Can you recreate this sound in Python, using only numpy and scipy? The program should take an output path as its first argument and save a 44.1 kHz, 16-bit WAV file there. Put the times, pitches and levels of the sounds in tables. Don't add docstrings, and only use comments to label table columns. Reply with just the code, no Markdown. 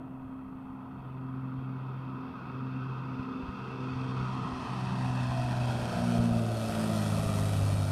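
import sys
import numpy as np
from scipy import signal
from scipy.io import wavfile
from scipy.ndimage import uniform_filter1d

SR = 44100
rng = np.random.default_rng(int(sys.argv[2]) if len(sys.argv) > 2 else 0)


def inscribe(sig):
    pcm = np.round(np.clip(np.atleast_2d(sig).T, -1, 1) * 32767)
    wavfile.write(sys.argv[1], SR, pcm.astype(np.int16))


def gain_from_db(level_db):
    decades = np.asarray(level_db, float) / 20
    return 10 ** decades


N = 348831
T = np.arange(N) / SR

# time in seconds, lead in turns.
LEAD_TURNS = [(0.0, -0.0), (1.0, 0.052), (1.9, 0.221), (2.5, 0.421), (3.1, 0.614), (3.7, 0.75),
              (4.3, 0.906), (4.8, 1.09), (5.4, 1.215), (5.9, 1.266), (6.5, 1.46), (7.1, 1.598),
              (7.91, 1.66)]
# time in seconds, roar level in dB, water echo delay in ms.
SOUND_PATH = [(0, -41.5, 0.94), (.8, -42, 0.91), (1.6, -40.5, 0.86), (2.5, -38.5, .82), (3.4, -39.5, 0.81),
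              (4.1, -35.5, 0.87), (5.2, -34, 1.14), (5.5, -35, 1.23), (6.05, -34, 1.29), (6.4, -39, 1.426),
              (6.85, -33.5, 1.47), (7.4, -35, 1.49), (7.91, -36.5, 1.39)]
CLOSEST_M = 87.7


def evened(x):
    return x / np.sqrt(np.mean(x ** 2))


def curve(rows, t):
    s, *columns = np.transpose(rows)
    return [np.interp(t, s, column) for column in columns]


def read(points, hz):
    f, value = np.transpose(points)
    return np.interp(np.log(hz + 1), np.log(f + 1), value)


def shaped(x, gain, size=1024):
    overlap = size * 3 // 4
    hz, t, z = signal.stft(x, SR, nperseg=size, noverlap=overlap)
    z = z * gain(hz[:, None], t)
    return signal.istft(z, SR, nperseg=size, noverlap=overlap)[1][:N]


def wander(seconds):
    size = round(seconds * SR)
    once = uniform_filter1d(rng.standard_normal(N), size)
    return evened(uniform_filter1d(once, size))


def flight():
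    shaft_hz, speed_m_s, closest_s, sound_m_s = 36.34, 58.86, 6.58, 343
    sent = np.linspace(-5, 10, 3000)
    along = speed_m_s * (sent - closest_s)
    metres = np.hypot(along, CLOSEST_M)
    heard_hz = shaft_hz / (1 + speed_m_s / sound_m_s * along / metres)
    off_nose = np.arccos(-along / metres)
    arrival = sent + metres / sound_m_s
    return [np.interp(T, arrival, column) for column in (heard_hz, metres, off_nose)]


def water_echo(hz, delay_ms, metres):
    mirror = 0.68 * np.exp(-hz / 2500 - (metres / 520) ** 4)
    return abs(1 + mirror * np.exp(2j * np.pi * hz * delay_ms / 1000))


def strong_tones(turns, shaft_hz, metres, off_nose):
    beats = [(3, .39, .58, 0), (4.5, .95, -.14, -.06), (6, .12, -.54, .33), (7.5, .79, -.03, 0),
             (9, 1.07, -.08, 0), (10.5, .19, -1.28, 0), (11.5, 1.15, -1.24, 0), (16, 1.2, -1.65, 0),
             (17.5, 1.18, -1.39, 0)]
    # time in seconds,
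    # blade pass in dB, firing in dB, second blade harmonic in dB.
    low_tones = [(0, -39, -60, -43.5), (1, -33.5, -51.5, -37.5), (1.6, -39, -57, -43),
                 (2.4, -37, -55.5, -41), (3.6, -38.5, -45, -39), (4.6, -32.5, -42.5, -42),
                 (5, -33, -39, -41), (5.4, -30, -42, -40.5), (5.8, -25, -31.5, -30),
                 (6.3, -31.5, -33, -28.5), (6.8, -28, -35, -28.5), (7.2, -34, -34.5, -38.5),
                 (7.45, -30.5, -38, -40.5), (7.65, -26, -36, -58), (7.91, -27.5, -34, -59)]
    upper_tones = [(-53, -57, -43.5, -57, -41.5, -41.5), (-49, -41, -49, -39, -36.5, -51),
                   (-59.5, -39.5, -53, -46.5, -45, -58), (-56, -42.5, -56, -41, -53, -50),
                   (-49.5, -62, -41.5, -48.5, -53.5, -48), (-61.5, -57, -43.5, -46, -52.5, -55)]
    nose_angles = [10, 25, 45, 65, 90, 120]
    uneven, uneven_abeam = 0.07, 0.11

    lead, = curve(LEAD_TURNS, T)
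    delay_ms = curve(SOUND_PATH, T)[1]
    abeam = 1 - np.cos(off_nose)
    levels = [gain_from_db(db) for db in curve(low_tones, T)]
    for (order, *_), db in zip(beats[len(levels):], upper_tones):
        aimed = gain_from_db(np.interp(np.degrees(off_nose), nose_angles, db))
        echo = water_echo(order * shaft_hz, delay_ms, metres)
        levels.append(aimed * CLOSEST_M / metres * echo)

    out = np.zeros(N)
    for (order, start, gained, slip), level in zip(beats, levels):
        apart = np.pi * (order * lead + start + gained * abeam)
        angle = 2 * np.pi * (order * turns - 0.25 + slip * np.sin(off_nose) ** 2)
        angle += 0.02 * order * wander(0.05)
        beat = np.cos(apart) * np.cos(angle)
        beat += (uneven + uneven_abeam * abeam) * np.sin(apart) * np.sin(angle)
        flutter = gain_from_db(0.16 * order * wander(0.04))
        out += np.sqrt(2) * level * flutter * beat
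    return out


def weak_tones(turns, shaft_hz, metres):
    orders = [2, 4, 5, 5.5, 8, 8.5, 9.5, 10, 12, 13, 13.5, 14, 14.5, 15, 15.5, 16.5, 17, 18, 18.5, 19, 20.5,
              21, 22]
    # dB from ahead, dB from the side.
    order_levels = [(-65.5, -72), (-54, -66), (-57.5, -91), (-52, -45), (-72.5, -66.5), (-61, -46),
                    (-70, -110), (-59, -46.5), (-74.5, -45.5), (-80.5, -50), (-72.5, -63), (-80, -80),
                    (-60, -50), (-66.5, -49.5), (-62.5, -50.5), (-70, -53), (-56, -63.5), (-77.5, -57),
                    (-65.5, -59.5), (-55, -51.5), (-61, -57), (-63.5, -72), (-60.5, -61.5)]
    gain_db, spread = -0.5, 0.65

    lead, = curve(LEAD_TURNS, T)
    delay_ms = curve(SOUND_PATH, T)[1]
    side = np.clip((42.5 - shaft_hz) / 2.0, 0, 1)
    blur = 0.007 * wander(0.05)
    out = np.zeros(N)
    for order, (ahead_db, side_db) in zip(orders, order_levels):
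        tone_start, beat_start = rng.random(2)
        beat = np.cos(np.pi * (order * lead + beat_start))
        level = gain_from_db(ahead_db + side * (side_db - ahead_db))
        level = level * water_echo(order * shaft_hz, delay_ms, metres)
        out += 2 * level * beat * np.cos(2 * np.pi * (order * (turns + blur) + tone_start))
    return out * gain_from_db(gain_db) * (CLOSEST_M / metres) ** spread


def roar(turns, shaft_hz, metres, off_nose):
    # frequency in Hz, relative level in dB per Hz.
    roar_spectrum = [(30, -20.5), (60, -8.5), (90, 7), (160, 11.5), (250, 10.5), (330, 5.5), (480, 4.5),
                     (650, 3.5), (900, 6.5), (1450, 0.1), (1700, -3), (3000, -4.5), (6000, -11),
                     (7800, -14.5), (10000, -19.5), (13000, -27), (14200, -33.5), (15200, -39.5)]
    air_db_per_100_m, bright_abeam_db = 6.5, 2

    lead, = curve(LEAD_TURNS, T)
    chop = np.cos(6 * np.pi * (turns + lead / 2))
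    chop += 0.31 * np.cos(12 * np.pi * (turns - lead / 2))
    chop += 0.077 * np.cos(2 * np.pi * turns)
    depth = 0.1 + 0.12 * np.clip((42 - shaft_hz) / 6, 0, 1)
    noise = rng.standard_normal(N) * (1 + depth * chop) * gain_from_db(0.9 * wander(0.003))

    patches = rng.standard_normal((N // 256 + 3, 513)).T
    patches = uniform_filter1d(patches, 6, 0)
    patches = evened(uniform_filter1d(patches, 20, 1))
    swell = wander(0.016)

    def path(hz, t):
        level_db, delay_ms = curve(SOUND_PATH, t)
        distance = np.interp(t, T, metres)
        loss_db = air_db_per_100_m * (distance - CLOSEST_M) / 100
        loss_db += bright_abeam_db * np.cos(np.interp(t, T, off_nose))
        air_db = loss_db * (hz / 4000) ** 1.054
        side = np.clip((42 - np.interp(t, T, shaft_hz)) / 3, 0, 1)
        bass_db = 7 * side * np.exp(-(hz / 110) ** 2)
        waver_db = 0.96 * np.interp(t, T, swell) * hz / (hz + 4000)
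        total_db = read(roar_spectrum, hz) + level_db - air_db + bass_db
        total_db = total_db + 0.98 * patches[:, :len(t)] + waver_db
        return water_echo(hz, delay_ms, distance) * gain_from_db(total_db)

    return shaped(noise, path)


def loud_thumps():
    # time in seconds, peak level in dB, direction (+1 push or -1 suction).
    thump_list = [(0.25, -42, 1), (0.705, -40, -1), (1, -40, -1), (1.59, -36, -1), (3.199, -34, 1),
                  (3.436, -33, -1), (3.492, -30, -1), (4.212, -33, -1), (4.534, -33, -1), (5.392, -33, 1),
                  (5.453, -32, -1), (5.621, -28, -1), (5.83, -31, 1), (5.998, -38, -1), (6.201, -22, -1),
                  (6.318, -26, 1), (6.368, -30, 1), (6.696, -38, 1), (7.132, -33, -1), (7.199, -27.5, -1),
                  (7.266, -27, -1), (7.383, -40, -1), (7.427, -26, 1), (7.556, -27, 1), (7.632, -23, 1),
                  (7.702, -37, 1), (7.752, -26, 1)]
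    s, db, way = np.transpose(thump_list)
    train = np.zeros(N)
    train[np.round(s * SR).astype(int)] = gain_from_db(db) * np.sign(way)
    return train


def buffeting(train):
    # time in seconds, level in dB.
    steady = [(0, -54), (3, -70), (3.75, -64), (4.1, -60), (4.6, -58), (5, -48), (6, -52), (7, -54),
              (7.91, -45)]
    # frequency in Hz, relative level in dB per Hz.
    gust_spectrum = [(8, -9.5), (25, -4), (45, -6), (80, 3.5), (140, -6.5), (300, -36), (700, -110)]
    swing_db, burst_db, burst_s = 2, -22, 0.03

    lumps = rng.standard_normal(N) * gain_from_db(4.2 * wander(0.006))
    low = evened(shaped(lumps, lambda hz, t: gain_from_db(read(gust_spectrum, hz)), size=4096))
    bell = signal.windows.gaussian(SR // 2, burst_s * SR)
    bursts = signal.oaconvolve(abs(train), bell, "same")
    steady_db = curve(steady, T)[0] + swing_db * wander(0.028)
    return low * (gain_from_db(steady_db) + gain_from_db(burst_db) * bursts)


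def thumps(train):
    small_per_s, small_db, small_spread_db = 2.6, -57, 3.5
    ms = np.arange(-1200, 1200) / SR * 1000
    pulse = np.exp(-(ms / 2.4) ** 2) - 0.36 * np.exp(-(ms / 6.5) ** 2)
    struck = rng.random(N) < small_per_s / SR
    peaks = gain_from_db(small_db + small_spread_db * rng.standard_normal(N))
    small = struck * peaks * rng.choice([-1, -1, 1], N)
    return signal.oaconvolve(train + small, pulse / pulse.max(), "same")


def self_noise():
    # frequency in Hz, relative level in dB per Hz.
    hiss_spectrum = [(100, 4), (3000, -11), (6500, 11), (9500, 6.5), (15000, 5.5)]
    hiss = evened(shaped(rng.standard_normal(N), lambda hz, t: gain_from_db(read(hiss_spectrum, hz))))
    return gain_from_db(-87) * hiss


def housing_db(hz, t):
    # time in seconds, share from 0 to 1.
    hand_swing = [(0, 0.18), (3.5, 0), (5, 0.4), (6, 0.37), (6.8, 0.85), (7.91, 1)]
    # centre in Hz, width (two sigma) in Hz, gain in dB before the swing, gain in dB after.
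    resonances = [(504, 95, 1.5, -11.5), (570, 70, -0.5, 4), (710, 42, 2, 2.5), (830, 130, -3.5, -2.5),
                  (1016, 94, 5, 3), (1254, 107, 9, 4), (1440, 210, 7, -1.5), (1710, 130, 0, -0.5),
                  (1890, 37, 5.5, 3.5), (2150, 234, -2.5, -10), (2253, 68, 9.5, -4.5), (2325, 97, -12, 9),
                  (2640, 270, 11.5, 2), (2800, 150, -3.5, -9), (3250, 100, 8.5, 0.5), (3533, 51, 10.5, -9),
                  (3710, 100, 3.5, -0.5), (3800, 140, -2.5, 4), (4140, 160, 2.5, -12),
                  (4230, 200, 0.5, 9.5), (4540, 400, 5, -1), (5400, 1000, 4.5, 0.5), (7360, 52, -6, 4.5)]
    swing, = curve(hand_swing, t)
    bumps_db = 0
    for f, width, before, after in resonances:
        bump = np.exp(-2 * ((hz - f) / width) ** 2)
        bumps_db = bumps_db + (before + swing * (after - before)) * bump
    return bumps_db


def treble_step_db(hz):
    step_hz, step_db = 8000, 7.5
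    return step_db / (1 + np.exp(np.clip((step_hz - hz) / 25, -50, 50)))


def scene():
    shaft_hz, metres, off_nose = flight()
    turns = np.cumsum(shaft_hz) / SR
    plane = strong_tones(turns, shaft_hz, metres, off_nose)
    plane = plane + weak_tones(turns, shaft_hz, metres)
    plane = plane + roar(turns, shaft_hz, metres, off_nose)
    train = loud_thumps()
    wind = buffeting(train) + thumps(train)
    return (plane + wind)[None]


def band_limit(x):
    return signal.sosfilt(signal.butter(12, 15210, fs=SR, output="sos"), x)


def record(dry):
    noisy = dry[0] + self_noise()
    mix = shaped(noisy, lambda hz, t: gain_from_db(housing_db(hz, t) + treble_step_db(hz)))[None]
    return band_limit(mix)


dry = scene()
out = record(dry)
inscribe(out)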